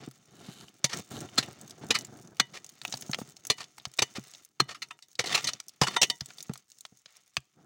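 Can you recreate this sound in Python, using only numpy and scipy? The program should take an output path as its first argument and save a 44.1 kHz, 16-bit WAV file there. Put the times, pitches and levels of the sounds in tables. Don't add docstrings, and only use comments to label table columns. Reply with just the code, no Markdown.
import sys
import numpy as np
from scipy import signal
from scipy.fft import rfft, irfft
from scipy.io import wavfile

SR = 44100
rng = np.random.default_rng(int(sys.argv[2]) if len(sys.argv) > 2 else 0)


def wav_out(sig):
    wavfile.write(sys.argv[1], SR, np.round(np.clip(np.atleast_2d(sig).T, -1, 1) * 32767).astype(np.int16))


N = 337365

# freq_hz, density_db
CRUNCH_SPECTRUM = [(40, -21.5), (120, -3), (250.0, -12.5), (400.0, -3), (630.0, -3), (1000.0, -2),
                   (1600.0, -3.5), (2500.0, 0), (4000.0, 1.7), (6000.0, -0.24), (8000.0, -8),
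                   (10500.0, -18), (13000.0, -26.5), (15200.0, -23.5)]
# freq_hz, density_db
RUSTLE_SPECTRUM = [(30, -38.5), (70, -12.5), (130, 1), (210, -1), (380, -4.5), (500, -14.5), (700, -9),
                   (1000, -19), (1600, -17), (4000, -68)]
# freq_hz,
# straight_db, glancing_db, t60_s
RING_MODES = [(600, -36, -29, .08), (732, -46, -19, .09), (945, -42, -15, .14), (1185, -20, -28, .05),
              (1828, -18, -34, .05), (1915, -40, -20, .15), (1985, -25, -23, .125), (2150, -27, -26, .06),
              (2420, -25, -36, .06), (2958, -24, -29, .145), (3088, -36, -20, .08), (3612, -32, -12, .1),
              (4190, -27, -33, .055), (4431, -27, -37, .05), (5760, -36, -27, .09), (6175, -35, -22, .08),
              (8296, -38, -31, .06), (8600, -46, -28, .06)]


def from_db(db):
    return 10 ** (np.asarray(db) / 20)


def decay(t, t60_s):
    return from_db(-60 * t / t60_s)


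def unit_rms(x):
    return x / np.sqrt(np.mean(x ** 2) + 1e-20)


def db_at(points, hz):
    knots_hz, db = np.transpose(points)
    return np.interp(np.log(hz + 1), np.log(knots_hz), db)


def add(track, start_s, sound):
    start = max(round(start_s * SR), 0)
    track[start:start + len(sound)] += sound[:max(N - start, 0)]


def drift(rate_hz, size):
    knots = rng.standard_normal(size // 16 + 2)
    return 1.2 * np.interp(np.arange(size) * rate_hz / SR, np.arange(len(knots)), knots)


def colour(spectrum, tint_db=(0, 0, 0), uneven_db=0, size=1024):
    hz = np.arange(size // 2 + 1) * SR / size
    bass_db, mid_db, treble_db = tint_db
    tint = [(400, bass_db), (1300, mid_db), (4000, 0), (11000, treble_db)]
    lumps = np.interp(np.sqrt(hz), np.linspace(0, np.sqrt(SR / 2), 56), rng.standard_normal(56))
    cepstrum = irfft(np.log(from_db(db_at(spectrum, hz) + db_at(tint, hz) + uneven_db * lumps)))
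    cepstrum[1:size // 2] *= 2
    cepstrum[size // 2 + 1:] = 0
    response = irfft(np.exp(rfft(cepstrum)))
    return response / np.linalg.norm(response)


def through(x, response):
    return signal.fftconvolve(x, response)[:len(x)]


def resonance(x, hz, t60_s):
    r = decay(1 / SR, t60_s)
    poles = [1, -2 * r * np.cos(2 * np.pi * hz / SR), r * r]
    return signal.lfilter(np.array([1, 0, -1]) * (1 - r * r) / 2, poles, x + 1e-18)


def grains(per_s, spread_db, size):
    heights = from_db(spread_db * np.minimum(rng.exponential(1, size), 5))
    signs = rng.choice([-1, 1], size)
    return unit_rms(heights * signs * (rng.random(size) < per_s / SR))


def movements(rows, release_s, sag_db_per_s=16.5):
    t = np.arange(SR) / SR
    gain = np.zeros(N)
    for start_s, rise_s, length_s, level_db in rows:
        swell = np.clip(t / max(rise_s, 1e-3), 0, 1)
        release = decay(np.maximum(t - length_s, 0), release_s)
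        add(gain, start_s, swell * from_db(level_db - sag_db_per_s * t) * release)
    return gain


def still_air():
    # freq_hz, density_db
    air_spectrum = [(25, -6.5), (60, 5), (130, -2), (400, -30.5), (1500, -21.5), (6000, -12.5),
                    (12000, -18), (16000, -12.5)]
    return from_db(-85) * through(rng.standard_normal(N), colour(air_spectrum))


def bank_echo(x, size=16384):
    t = np.arange(size) / SR
    near = unit_rms(rng.standard_normal(size) * (t > .001) * decay(t, .04))
    far = unit_rms(rng.standard_normal(size) * (t > .012) * decay(t, .3))
    return through(x, from_db(-14) * near + from_db(-35) * far) / np.sqrt(size)


def rubs():
    # freq_hz, gain_db, t60_s
    hollow_modes = [(1610, -3, .012), (3100, -0.5, .007), (3900, 0.5, 0.0044), (6500, -8.5, 0.0012)]
    # start_s, rise_s, length_s, level_db
    strokes = [(.3, 0.3, 0.34, -51.5), (1.105, 0.016, 0.07, -50)]
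    friction = grains(per_s=3700, spread_db=4.5, size=N)
    hollow = sum(from_db(db) * resonance(friction, hz, t60_s) for hz, db, t60_s in hollow_modes)
    return movements(strokes, release_s=.2) * from_db(1) * unit_rms(hollow)


def soil_gains():
    # start_s, rise_s, length_s, crumbs_db, grit_db, sand_db
    spills = [(0, .004, 0.046, -48.5, -53.5, -70), (0.296, .17, 0.33, -48.5, -56, -63.5),
              (0.912, .04, 0.081, -45, -46.5, -47.5), (1.097, 0.018, 0.16, -41.5, -53.5, -52.5),
              (1.31, .04, 0.22, -49, -53.5, -70), (1.784, .05, 0.46, -47, -59, -58),
              (2.783, .1, 0.52, -51.5, -56.5, -50.5), (3.417, .03, 0.27, -62.5, -68, -66),
              (3.77, .01, 0.035, -64, -61.5, -65.5), (3.961, .02, 0.26, -66, -59, -59),
              (4.224, .015, 0.19, -71.5, -64.5, -65), (4.62, 0.01, 0.33, -64.5, -68, -69.5),
              (5.08, 0.0038, .05, -78, -77, -62.5), (5.255, .06, 0.14, -48, -34.5, -43.5),
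              (5.422, .015, 0.13, -51.5, -51, -59), (5.828, .02, 0.13, -47, -53.5, -57.5),
              (6.05, .02, 0.098, -60, -63, -53.5), (6.207, .02, 0.075, -68, -64, -64),
              (6.276, .02, 0.32, -64.5, -59.5, -59.5), (6.682, .015, 0.32, -78.5, -77, -64),
              (7.06, .06, .12, -93, -59, -65), (7.53, .06, 0.14, -57.5, -75.5, -75.5)]
    # time_s, bass_db, treble_db
    trickle_levels = [(0, -66, -68), (1.07, -68.5, -65), (1.45, -54.5, -57.5), (2.3, -57.5, -69),
                      (2.75, -68.5, -62.5), (3.7, -69, -67.5), (4.4, -81.5, -59), (4.5, -80, -78.5),
                      (5.1, -81.5, -77), (5.6, -73, -66), (6.7, -90.5, -76.5), (7.3, -84, -70.5),
                      (7.65, -82, -79.5)]
    time_s, *levels_db = np.transpose(trickle_levels)
    bass_db, treble_db = [np.interp(np.arange(N) / SR, time_s, db) for db in levels_db]
    gains = []
    for kind, resting_db in enumerate((bass_db - .5, treble_db - 1.5, treble_db - 2.5)):
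        rows = [(*row[:3], row[3 + kind]) for row in spills]
        gains.append(np.hypot(from_db(resting_db), movements(rows, release_s=.16)))
    return gains


def trickle(spectrum, per_s, spread_db, patchy_db):
    particles = grains(per_s, spread_db, N) * from_db(patchy_db * drift(70, N))
    return unit_rms(through(particles, colour(spectrum)))


def lone_grains(per_s, spread_db, kinds=6):
    # freq_hz, density_db
    grain_spectrum = [(600, -30), (1500, -17.5), (3000, -8.5), (4500, -4), (6500, -1.5), (8500, -3.5),
                      (11000, -13), (13000, -20.5), (15200, -6.5), (16500, -13.5)]
    t = np.arange(512) / SR
    ticks = np.zeros(N)
    for _ in range(kinds):
        skitter = rng.standard_normal(len(t)) * decay(t, .009)
        landing = np.convolve(skitter, colour(grain_spectrum, uneven_db=4))
        ticks += unit_rms(through(grains(per_s / kinds, spread_db, N), landing))
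    return unit_rms(ticks)


def loose_soil():
    # freq_hz, density_db
    grit_spectrum = [(200, -27.5), (480, -3), (650, -1), (950, -3), (1200, 4), (1600, 0.5), (2300, 3),
                     (3600, 1), (5000, 0), (7000, -4), (12000, -29.5)]
    sand_spectrum = [(2000, -24), (4500, -7), (6500, 6), (8000, -5.5), (10500, -10), (13000, -32.5),
                     (15200, -7.5), (16500, -5.5)]
    crumb_gain, grit_gain, sand_gain = soil_gains()
    crumbs = crumb_gain * from_db(1) * trickle(RUSTLE_SPECTRUM, per_s=3300, spread_db=2.5, patchy_db=3.5)
    grit = grit_gain * from_db(-2.5) * trickle(grit_spectrum, per_s=3000, spread_db=3.6, patchy_db=2.5)
    sand = sand_gain * from_db(-2) * trickle(sand_spectrum, per_s=4000, spread_db=3.8, patchy_db=3)
    ticks = sand_gain * lone_grains(per_s=55, spread_db=2.8)
    ring = sum(from_db(db + 18.5) * resonance(grit, hz, t60_s) for hz, _, db, t60_s in RING_MODES)
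    return crumbs + grit + sand + ticks + ring


def stone(level_db, tint_db, pitch_hz, size=4096):
    # freq_hz, density_db
    tick_spectrum = [(40, -55.5), (120, -0.5), (250.0, -8), (400.0, -10.5), (630.0, 1.5), (1000.0, -6),
                     (1600.0, -6), (2500.0, -1.5), (4000.0, 2.5), (6000.0, 3.5), (8000.0, -0.5),
                     (10500.0, -8), (13000.0, -15.5), (15200.0, -10.5)]
    t = np.arange(size) / SR
    chatter = grains(per_s=13000, spread_db=-1.5, size=size)
    chatter *= decay(t, .022) + from_db(-44) * decay(t, .07)
    contact = from_db(4) * chatter / np.linalg.norm(chatter)
    contact[0] += 1
    rebound_s = rng.uniform(.0008, .0014)
    contact[round(rebound_s * SR)] += .6
    click = through(contact, colour(tick_spectrum, tint_db, uneven_db=2))
    click += from_db(5) * resonance(click, pitch_hz, t60_s=.0032)
    return from_db(level_db) * click * np.sqrt(.0024 * SR) / np.linalg.norm(click)


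def stones():
    # start_s, level_db, mid_db, treble_db, pitch_hz
    clicks = [(.112, -50, 17, 18, 4130), (0.61, -46.5, 18, -6, 4550), (0.683, -48.5, 6, -15, 3050),
              (1.289, -47.5, 14.5, -16, 2900), (1.613, -42.5, 0, 19, 6360), (1.697, -47, 3, 8.5, 7500),
              (1.709, -40.5, -6, 4.5, 4730), (1.9876, -32, -7, 8, 6170), (2.010, -40.5, -19, -5, 6200),
              (2.0487, -38.5, 0, 2, 7260), (2.274, -51, -3, -1, 6500), (2.369, -51, 4, 7, 3000),
              (2.645, -40.5, 2, 4, 6660), (2.664, -46, -4, 5, 6330), (2.692, -45, -10, 3, 6560),
              (2.816, -37.5, 6, -4.5, 4360), (2.8512, -27, 17, -12, 2700), (2.879, -39.5, -19, -16, 6500),
              (2.9252, -29, -1, -15, 6450), (2.941, -29.5, -6, -11, 4560), (2.974, -39, 7, 10, 7060),
              (3.010, -38.5, -3, 20, 6200), (3.023, -37.5, 4, -5, 6420), (3.114, -35, 3, 16, 6250),
              (3.133, -24.5, 12, -25, 4150), (3.1457, -25.5, 5.5, -13, 3160), (3.367, -45, -5, -3, 6000),
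              (3.4515, -37.5, 10, 6, 6140), (3.4695, -33, -3, 20, 6100), (3.6415, -43, -14, -17, 6270),
              (3.782, -42, 6, 7, 1107), (3.799, -48, -6, -20, 3830), (3.8534, -29.5, 10.5, -10.5, 4500),
              (3.938, -46, 4, 2, 6540), (4.337, -45, -3, -8, 6700), (4.349, -44, -1, -27, 5900),
              (4.449, -46, 1, 18.5, 6250), (4.990, -53, 20, 7, 2760), (5.154, -44.5, -12, -4, 3930),
              (5.5344, -30.5, -10, -10, 5870), (5.601, -34, 6, -1.5, 5960),
              (5.6836, -39.5, -12.5, 18, 6130), (5.693, -44.5, -7, 6, 4600), (6.259, -40, -16, 6, 7620),
              (6.305, -44, 14, -16, 1390), (6.384, -40.5, -1, 2, 3800), (6.4055, -38, -14, -11, 6140),
              (6.427, -37.5, -13, 15, 6600), (6.536, -39, 7, 13, 4460), (6.557, -44, 12, -5, 1170),
              (6.576, -45.5, -16, 11, 4450), (6.718, -48.5, -14, -2, 6930), (6.808, -42, -18, 11, 6700),
              (6.852, -37.5, 12, -8, 3670), (7.059, -44, -3, -25, 4820), (7.3682, -20.5, 13, -8, 2600)]
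    track = np.zeros(N)
    for start_s, level_db, mid_db, treble_db, pitch_hz in clicks:
        add(track, start_s, stone(level_db, (-4.5, mid_db, treble_db), pitch_hz))
    return from_db(1.7) * track


def thud(level_db, nominal_hz, ground_hz=131, size=12288):
    t = np.arange(size) / SR
    swell = t / .0035
    onset = 1 - np.exp(-swell)
    pitch_hz = nominal_hz * (.75 + .42 * np.exp(-t / .0058))
    push = swell ** 2 * np.exp(2 * (1 - swell)) * np.sin(2 * np.pi * np.cumsum(pitch_hz) / SR)
    boom = from_db(-7.5) * decay(t, .12) * np.sin(2 * np.pi * (ground_hz * t + rng.random()))
    crumble = from_db(-6) * decay(t, .041) * through(rng.standard_normal(size), colour(RUSTLE_SPECTRUM))
    return from_db(level_db) * (push + onset * (boom + crumble))


def earth_thuds():
    # start_s, level_db, nominal_hz, crunch_db
    impacts = [(.035, -48, 264, -24), (0.075, -29, 295, -18), (0.485, -34.5, 210, -12),
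               (0.842, -25, 156, -31), (0.942, -32.5, 247, -22), (1.383, -21.5, 297, -18.5),
               (1.836, -34, 271, -3.5), (2.404, -32.5, 200, -22.5), (2.939, -33.5, 185, 3.5),
               (3.094, -25.5, 225, -14), (3.187, -35, 233, 5), (3.215, -30, 259, -7.5),
               (3.867, -39, 119, -11), (3.993, -30, 385, -28), (4.182, -25, 225, -26),
               (4.601, -22, 401, -1.5), (4.616, -28, 190, -19), (5.816, -14, 142, -28.5),
               (6.214, -31, 122, -28), (6.495, -24, 206, -11), (6.513, -36.5, 208, -10),
               (6.922, -46.5, 189, -25), (7.375, -34, 101, -44)]
    track = np.zeros(N)
    for start_s, level_db, nominal_hz, crunch_db in impacts:
        add(track, start_s, thud(level_db, nominal_hz))
        add(track, start_s, stone(level_db + crunch_db, tint_db=(21.5, 17, -3.5), pitch_hz=540))
    return from_db(-1.5) * track


def scrapes():
    # start_s, rise_s, length_s, level_db
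    drags = [(.892, 0.0027, 0.042, -38.5), (2.53, 0.023, 0.045, -46.5), (3.578, 0.0077, 0.048, -42.5),
             (4.15, 0.011, 0.021, -39.5), (4.68, 0.029, 0.036, -38.5), (5.29, 0.017, 0.1, -40.5),
             (5.9, .008, 0.046, -44.5)]
    slips = from_db(4 * drift(rate_hz=160, size=N))
    crush = grains(per_s=6900, spread_db=1.5, size=N) * slips
    crunch = unit_rms(through(crush, colour(CRUNCH_SPECTRUM, tint_db=(4.5, 5, 1.5))))
    crunch *= movements(drags, release_s=.072)
    ring = sum(from_db(db + 25.5) * resonance(crunch, hz, t60_s) for hz, db, _, t60_s in RING_MODES)
    return crunch + ring


def tip_crunch(force, tint_db, knocks_hz):
    size = len(force)
    crush = grains(per_s=20000, spread_db=1.5, size=size) * from_db(1.5 * drift(600, size)) * force
    crunch = through(crush, colour(CRUNCH_SPECTRUM, tint_db, uneven_db=2.5))
    crunch += from_db(5.5) * sum(resonance(crunch, hz, t60_s=.0088) for hz in knocks_hz)
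    return crunch * np.linalg.norm(force) / np.linalg.norm(crunch)


def bar_ring(t, force, glancing):
    drive = force ** 2 / np.sum(force ** 2)
    ring = np.zeros(len(t))
    for hz, straight_db, glancing_db, t60_s in RING_MODES:
        energy = signal.lfilter([1], [1, -decay(1 / SR, t60_s) ** 2], drive)
        mode_db = straight_db * (1 - glancing) + glancing_db * glancing
        ring += from_db(mode_db + 3) * np.sqrt(energy) * np.sin(2 * np.pi * (hz * t + rng.random()))
    return ring


def jabs(lead_in_s=.006, thud_lag_s=.003):
    # start_s, level_db, rise_s, t60_s, bass_db, mid_db, low_knock_hz, high_knock_hz, ring_db, glancing
    blows = [(.842, -14.5, 0.0018, 0.049, -3.5, -8.5, 2200, 5960, -9.5, 0.86),
             (.930, -29, 0.0018, 0.07, 5, 7.5, 1290, 5500, -17, .1),
             (1.375, -14.5, 0.0078, 0.062, -5.5, 0.5, 1800, 4170, -13, 0.5),
             (1.426, -32, 0.0033, 0.052, 10, 3, 2600, 2800, 0, 0.1),
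             (1.9047, -13.5, 0.0029, 0.046, 7.5, 3, 2460, 4000, 2, 0.15),
             (1.9405, -21, 0.015, 0.056, -14, 8.5, 2500, 4050, 6, 0.2),
             (2.3977, -10, 0.0014, .029, -2, 5.5, 1850, 4270, -0.5, 0.3),
             (3.5, -13, 0.0013, 0.052, 7, -7, 2400, 3720, 0, 0.12),
             (3.986, -16, 0.0068, 0.032, 3, 4, 2340, 3760, -8, .65),
             (4.019, -14.5, 0.0041, 0.039, 9.5, -1.5, 2960, 6200, -3.5, 0),
             (4.599, -11.5, 0.004, 0.029, 5.5, 3, 1230, 4210, -8, 0.35),
             (4.745, -39, 0.0042, 0.065, -21, 4, 1230, 2740, -10, 0),
             (4.819, -28.5, 0.002, 0.062, -24, 7, 2720, 4060, -18.5, 1),
             (4.906, -34, 0.0039, 0.03, -15, 19, 2610, 2780, -11, 1),
             (5.023, -45.5, .0012, 0.07, -23, -17, 2030, 3640, -10, 0.47),
             (5.1899, -19, .0036, 0.07, 10, 2.5, 1920, 3800, -0.5, 0.3),
             (5.239, -30, 0.0015, 0.067, 11, 10, 2040, 4080, -12, .3),
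             (5.257, -30.5, .0024, 0.069, 12, -7, 2080, 3930, -4.5, 0.4),
             (5.270, -28, .002, .05, 3.5, -4, 2080, 4040, -10, .15),
             (5.322, -25, 0.0071, .04, -2, 0, 2100, 3620, -3.5, 0),
             (5.342, -16, 0.012, 0.05, -1, 6.5, 2650, 4160, -6.5, 0.1),
             (5.3761, -22.5, 0.0024, 0.026, 5, 11, 2730, 3430, -9, 0.1),
             (5.441, -25, 0.0043, 0.056, 2, -17, 2080, 6200, 3.5, .55),
             (5.469, -21, 0.0061, 0.048, -10, -12.5, 2150, 4100, -4, 0.2),
             (5.482, -24.5, 0.0093, 0.036, -3, -0.5, 1480, 4000, -13.5, 0.9),
             (5.814, -13.5, 0.0013, 0.064, 10, 6.5, 1000, 4840, 0.5, 0.3),
             (5.833, -20, 0.0021, 0.057, 4, 1.5, 970, 3000, -2.5, 0),
             (5.866, -24.5, 0.0075, 0.055, -3.5, 11.5, 1240, 5900, -10.5, .1),
             (5.881, -23.5, 0.0028, 0.028, 10.5, 2.5, 1180, 4470, 1.5, 0.6),
             (5.962, -17.5, 0.0043, 0.038, -1.5, 13.5, 1000, 3750, 4, 0.83),
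             (6.015, -12.5, .0017, 0.065, 0, -6.5, 2875, 5600, -21, .1),
             (6.029, -12, .001, 0.047, 3, -4, 2780, 5860, -2, .1),
             (6.0992, -16.5, 0.00099, 0.028, -7, -13, 3050, 4600, 0, 0.61),
             (6.207, -25.5, .0023, 0.016, -8, -7, 1750, 4900, -14, .5)]
    t = np.arange(10240) / SR - lead_in_s
    lead_in = from_db(-34.5) * np.clip(1 + t / lead_in_s, 0, 1) ** 2
    track = np.zeros(N)
    for start_s, level_db, rise_s, t60_s, bass_db, mid_db, *knocks_hz, ring_db, glancing in blows:
        force = np.clip(t / rise_s, lead_in, 1) * decay(np.maximum(t - rise_s, 0), t60_s)
        crunch = tip_crunch(force, (bass_db, mid_db, 3), knocks_hz)
        free_db = .23 * max(-15 - level_db, 0)
        ring = from_db(ring_db + free_db) * bar_ring(t, force, glancing)
        add(track, start_s - lead_in_s, from_db(level_db - .99) * (crunch + ring))
        add(track, start_s + thud_lag_s, thud(level_db - 25.5, nominal_hz=290))
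    return track


def scene():
    digging = jabs() + stones() + earth_thuds() + scrapes() + loose_soil() + rubs()
    return (digging + still_air() + bank_echo(digging))[None]


def record(dry):
    low_cut = signal.butter(2, 75, "high", fs=SR, output="sos")
    high_cut = signal.ellip(10, .2, 80, 16200, fs=SR, output="sos")
    return signal.sosfilt(high_cut, signal.sosfilt(low_cut, dry))


dry = scene()
out = record(dry)
wav_out(out)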